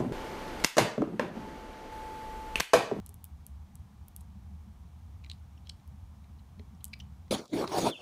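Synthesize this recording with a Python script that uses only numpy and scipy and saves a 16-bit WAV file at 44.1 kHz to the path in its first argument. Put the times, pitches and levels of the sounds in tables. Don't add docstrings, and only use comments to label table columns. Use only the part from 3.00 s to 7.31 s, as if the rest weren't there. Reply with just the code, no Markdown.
import sys
import numpy as np
from scipy import signal
from scipy.fft import rfft, irfft
from scipy.io import wavfile
from scipy.ndimage import uniform_filter1d

SR = 44100
rng = np.random.default_rng(int(sys.argv[2]) if len(sys.argv) > 2 else 0)


def materialize(psi):
    bounded = np.clip(np.atleast_2d(psi).T, -1, 1)
    quanta = np.round(bounded * 32767).astype(np.int16)
    wavfile.write(sys.argv[1], SR, quanta)


def nominal_scale(level):
    x = np.asarray(level, float) / 20
    return 10 ** x


N = 190011

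# start_s, peak_db,
# flake_hz, body_db
SHELL_SNAPS = [(0.0627, -29.5, 10540, -45), (0.0695, -48, 7500, -2), (0.0923, -32.5, 10400, -40),
               (0.1424, -35.5, 11500, -20), (.2426, -25.5, 12150, -21.5), (0.2517, -44, 9600, -8),
               (0.4658, -28.5, 10860, -27), (0.755, -35.5, 10160, -37), (1.083, -35.5, 12200, -16),
               (1.1635, -26, 11500, -41), (1.165, -39, 10700, -13), (1.2076, -48, 9100, -17),
               (1.211, -56, 11000, -20), (2.2988, -40, 7100, -24), (2.316, -38, 8100, -3),
               (2.3328, -56, 9000, 3), (2.6953, -32, 7700, -2), (2.6957, -47, 7700, -14),
               (2.876, -55, 12900, -10), (3.8432, -22.5, 13400, -21), (3.8434, -22.5, 9760, -14),
               (3.8528, -30, 9500, -31), (3.8803, -54, 9450, -13), (3.991, -62, 12100, -5)]
# start_s, peak_db, skid_ms, limb_hz, dish_db
LIMB_SKIDS = [(2.2391, -46.5, 3.5, 2500, -2), (2.245, -40.5, 2.45, 2400, -6),
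              (2.2612, -48.5, 3.9, 2500, 0.1), (2.298, -34, 3.2, 3460, -2), (2.3035, -51, 9.0, 4400, -3),
              (2.312, -56, 1.4, 3400, -6), (2.3144, -31.5, 1.2, 3840, 7), (2.32, -57, 16, 3800, -1),
              (2.651, -62, 26, 3340, 3), (2.67, -45, 3.4, 3300, -7), (2.6963, -33, 2.5, 3210, -6.5),
              (2.798, -59, 1.9, 2300, -1), (3.241, -57.5, 4.5, 2320, -3), (3.385, -59, 14, 3000, 3),
              (3.5936, -48, 3.6, 2350, -0.5), (3.805, -57.5, 10, 3260, -1),
              (3.9322, -33.5, 9.9, 2410, -7.5), (4.0095, -51, 2.4, 3020, -9), (4.2794, -58, 3.7, 2210, -5),
              (4.3065, -47, 3.2, 2780, -3)]
# start_s, peak_db, drag_ms, plate_hz
PLATE_DRAGS = [
    (2.574, -55.5, 9.1, 2910),
    (2.693, -36.5, 3.8, 5170),
    (2.696, -32, 2.57, 4320),
    (2.697, -52, 2.3, 2260),
    (3.7476, -64.5, 6, 5530),
    (3.93, -46, 10, 4760),
    (3.935, -41.5, 4.7, 4950),
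    (3.9995, -38.5, 3.6, 2970),
    (4.0043, -40, 4.2, 3060),
]
# start_s, peak_db, mode_hz, t60_s
SOFT_BUMPS = [
    (.09, -62, 410, .2),
    (1.216, -58, 960, .06),
    (3.5968, -46, 238, .1),
    (3.597, -50, 415, .11),
    (3.5972, -60, 610, .05),
]
# pitch_hz, density_db (per Hz)
DRONE_SPECTRUM = [(8.8, -66), (18, -21.5), (33, -17.5), (40, -6.5), (52, -9), (65, 7), (75, 11), (90, 5.5),
                  (108, -13.5), (129, -13), (166, -17), (199, -14.5), (262, -25), (340, -56), (580, -120)]
# pitch_hz, density_db (per Hz)
RUSH_SPECTRUM = [(150, -32), (260, 0), (316, -7.5), (396, -13), (437, -12.5), (602, -14), (701, -8.5),
                 (802, -7), (1200, -11.5), (1410, -16.5), (2200, -21.5), (2860, -50), (4840, -120)]
# pitch_hz, density_db (per Hz)
HISS_SPECTRUM = [(1290, -31), (2200, 1.5), (2470, -1), (2570, -3), (3320, -1.5), (4810, -6), (5440, -4.5),
                 (6470, -5.5), (8020, -9), (9770, -7), (10500, -15.5), (11200, -8.5), (12700, -11),
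                 (15800, -12)]
# centre_s, change_db, half_length_s
DEEP_LULLS = [(.19, -7.5, 0.19), (.43, -6.5, 0.093), (.7, -16, 0.071), (.79, -3.5, 0.021),
              (.92, -17, 0.096), (1.1, -11, 0.11), (1.33, -3.5, 0.23), (1.68, -7.5, 0.052),
              (1.8, -2, 0.036), (1.9, -4, 0.31), (2.55, -5, 0.39), (2.81, -23, 0.063), (2.94, -6, 0.043),
              (3.2, -5.5, 0.27), (3.28, -4, 0.031), (3.5, -8, 0.21), (3.6, 4, 0.035), (3.78, -6.5, 0.23),
              (3.97, -6.5, 0.086), (4.15, -2.5, 0.21), (4.31, -5.5, 0.17)]
# centre_s, change_db, half_length_s
MIDDLE_GUSTS = [(0.0, 21.5, 0.02), (.2, 1.5, 0.088), (.48, 3, .08), (.82, 9, 0.059), (1.4, 6, 0.12),
                (1.9, 0.5, 0.19), (2.35, 4, 0.58), (2.94, 6, 0.045), (3.32, 4.5, 0.065), (3.64, 6, .08),
                (3.81, 4.5, .08), (4.04, 8, 0.2)]
# centre_s, change_db, half_length_s
UPPER_HUMS = [(.3, 1.5, 0.15), (.7, 6.5, 0.076), (.83, 6, 0.033), (.94, 6, 0.082), (1.35, 8, 0.28),
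              (1.55, 5.5, 0.14), (1.68, 12, 0.054), (1.85, 7, 0.026), (3.28, 10, 0.052), (3.6, 12.5, 0.048),
              (3.74, 12, 0.036), (3.91, 8.5, 0.079), (4.04, 11.5, 0.084), (4.31, 2, 0.081)]


def snaps():
    out = np.zeros(N)
    t = np.arange(400) / SR
    click = (t == 0) * 1.0
    edge = peak_one(ring(ring(click, 8900, 0.00084), 17200, 0.0008))
    body = peak_one(ring(ring(click, 3230, 0.002), 5200, 0.003))
    late = np.maximum(t - 0.0005, 0)
    echo_burst = (late / 0.00068) * np.exp(1 - late / 0.00027)
    echo_tail = 0.27 * (late > 0) * np.exp(-late / 0.0023)
    for start_s, peak_db, flake_hz, body_db in SHELL_SNAPS:
        flake = ring(click, 0.85 * flake_hz, 5.0 / flake_hz)
        flake = ring(flake, flake_hz, 3.5 / flake_hz)
        flake = peak_one(ring(flake, 1.2 * flake_hz, 4.5 / flake_hz))
        tick = peak_one(flake + nominal_scale(-20) * edge + nominal_scale(body_db) * body)
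        scatter = rng.standard_normal(len(t)) * (echo_burst + echo_tail)
        crackle = peak_one(np.convolve(scatter, tick)[:len(t)])
        crackle_db = -5 - 0.78 * (peak_db + 41)
        add(out, start_s, nominal_scale(peak_db) * (tick + nominal_scale(crackle_db) * crackle))
    return signal.sosfilt(signal.butter(4, 2700, "high", fs=SR, output="sos"), out)


def skids():
    out = np.zeros(N)
    t = np.arange(2000) / SR
    dish_hz = 4000
    slips = []
    for start_s, peak_db, length_ms, limb_hz, dish_db in LIMB_SKIDS:
        slips.append((start_s, peak_db, length_ms, limb_hz, dish_hz, dish_db))
    for start_s, peak_db, length_ms, plate_hz in PLATE_DRAGS:
        overtone_db = -8.5 - 6 * (plate_hz / 1000 - 3)
        slips.append((start_s, peak_db, length_ms, plate_hz, 1.933 * plate_hz, overtone_db))
    bright = signal.butter(2, [5500, 9000], "band", fs=SR, output="sos")
    for start_s, peak_db, length_ms, low_hz, high_hz, high_db in slips:
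        phase = np.clip(t / (length_ms / 1000), 0, 1)
        envelope = np.sin(np.pi * phase ** 0.7) ** 0.5
        jerks, grit = rng.standard_normal((2, len(t))) * envelope
        low = peak_one(ring(ring(jerks, low_hz, 0.007), low_hz, 0.0014))
        high = peak_one(ring(ring(jerks, high_hz, 0.0049), high_hz, 0.0033))
        crunch = peak_one(ring(ring(grit, 3250, 0.00028), 5140, 0.00081))
        scratch = peak_one(signal.sosfilt(bright, grit) + 0.92 * grit)
        crunch_db = 1.5 - 1.4 * length_ms
        scratch_db = -12 - 0.91 * length_ms
        creak = low + nominal_scale(high_db) * high + nominal_scale(crunch_db) * crunch + nominal_scale(scratch_db) * scratch
        add(out, start_s, nominal_scale(peak_db) * peak_one(creak))
    return signal.sosfilt(signal.butter(6, 1800, "high", fs=SR, output="sos"), out)


def bumps():
    out = np.zeros(N)
    t = np.arange(SR // 4) / SR
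    for start_s, peak_db, mode_hz, t60_s in SOFT_BUMPS:
        decay = nominal_scale(peak_db - 60 * t / t60_s)
        onset = 1 - np.exp(-t * mode_hz * 54)
        add(out, start_s, -decay * onset * np.sin(2 * np.pi * mode_hz * t))
    return out


def ring(x, hz, t60_s):
    radius = nominal_scale(-60 / (t60_s * SR))
    angle = 2 * np.pi * hz / SR
    return signal.lfilter([0, np.sin(angle)], [1, -2 * radius * np.cos(angle), radius ** 2], x)


def peak_one(x):
    return x / np.max(np.abs(x))


def add(track, start_s, sound):
    i = round(start_s * SR)
    track[i:i + len(sound)] += sound[:N - i]


def smear(x):
    half, late = round(0.03 * SR), round(0.01 * SR)
    spread = rng.standard_normal(2 * half + 1) * np.hanning(2 * half + 1)
    wide = signal.fftconvolve(x, spread / np.linalg.norm(spread), mode="same")
    return nominal_scale(-17) * np.concatenate([np.zeros(late), wide])[:N]


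def room(x):
    t60_s, level_db = 0.19, -16
    t = np.arange(SR // 3) / SR
    tail = rng.standard_normal(len(t)) * nominal_scale(-60 * t / t60_s) * (t > 0.003)
    tail = signal.lfilter([1], [1, -0.5], tail)
    return nominal_scale(level_db) * signal.fftconvolve(x, tail / np.linalg.norm(tail))[:N]


def duct_drone():
    out = nominal_scale(-69) * coloured(DRONE_SPECTRUM, 0, 45)
    out += nominal_scale(-72.5) * coloured(DRONE_SPECTRUM, 228, 260)
    # low_hz, high_hz, level_db, swells, lump_db
    modes = [(45, 105, -45.5, DEEP_LULLS, 0.84),
             (105, 172, -61.5, MIDDLE_GUSTS, 2.5),
             (172, 228, -65, UPPER_HUMS, 2.5)]
    for low_hz, high_hz, level_db, rows, lump_db in modes:
        band = coloured(DRONE_SPECTRUM, low_hz, high_hz)
        lumps = coloured([(3, 0), (12, 0)], 3, 12)
        mode_db = level_db + swells(rows) + lump_db * lumps
        power = uniform_filter1d(band ** 2, size=2500)
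        own_swell = np.sqrt(uniform_filter1d(power, size=2500))
        out += nominal_scale(mode_db) * band / own_swell
    return out


def air_rush():
    return nominal_scale(-68) * coloured(RUSH_SPECTRUM, 260, 2200)


def microphone_hiss():
    return nominal_scale(-74.5) * coloured(HISS_SPECTRUM, 2200, 15750)


def coloured(points, low_hz, high_hz):
    hz = np.maximum(np.arange(N // 2 + 1) * SR / N, 1)
    point_hz, point_db = np.transpose(points)
    shape = nominal_scale(np.interp(np.log(hz), np.log(point_hz), point_db))
    inside = (hz >= low_hz) & (hz < high_hz)
    noise = irfft(rfft(rng.standard_normal(N)) * shape * inside, N)
    return noise / np.sqrt(np.mean(noise ** 2) + 1e-20)


def swells(rows):
    centre_s, change_db, half_s = np.transpose(rows)
    t = np.arange(0, N + 100, 100)[:, None] / SR
    phase = np.clip((t - centre_s) / half_s, -1, 1)
    db = (change_db * np.cos(np.pi / 2 * phase) ** 2).sum(axis=1)
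    return np.interp(np.arange(N) / SR, t[:, 0], db)


def scene():
    shell, dish = snaps(), skids()
    chewing = shell + dish + bumps()
    spread = smear(nominal_scale(-12) * shell + nominal_scale(-4.5) * dish)
    reverberation = room(shell + nominal_scale(-2.5) * dish)
    background = duct_drone() + air_rush() + microphone_hiss()
    return (chewing + spread + reverberation + background)[None]


def band_limit(x):
    return signal.sosfilt(signal.butter(12, 16880, fs=SR, output="sos"), x)


def record(dry):
    low_pass = signal.cheby2(10, 60, 16950, fs=SR, output="sos")
    cut = signal.sosfilt(low_pass, dry)
    return band_limit(cut)


dry = scene()
out = record(dry)
materialize(out)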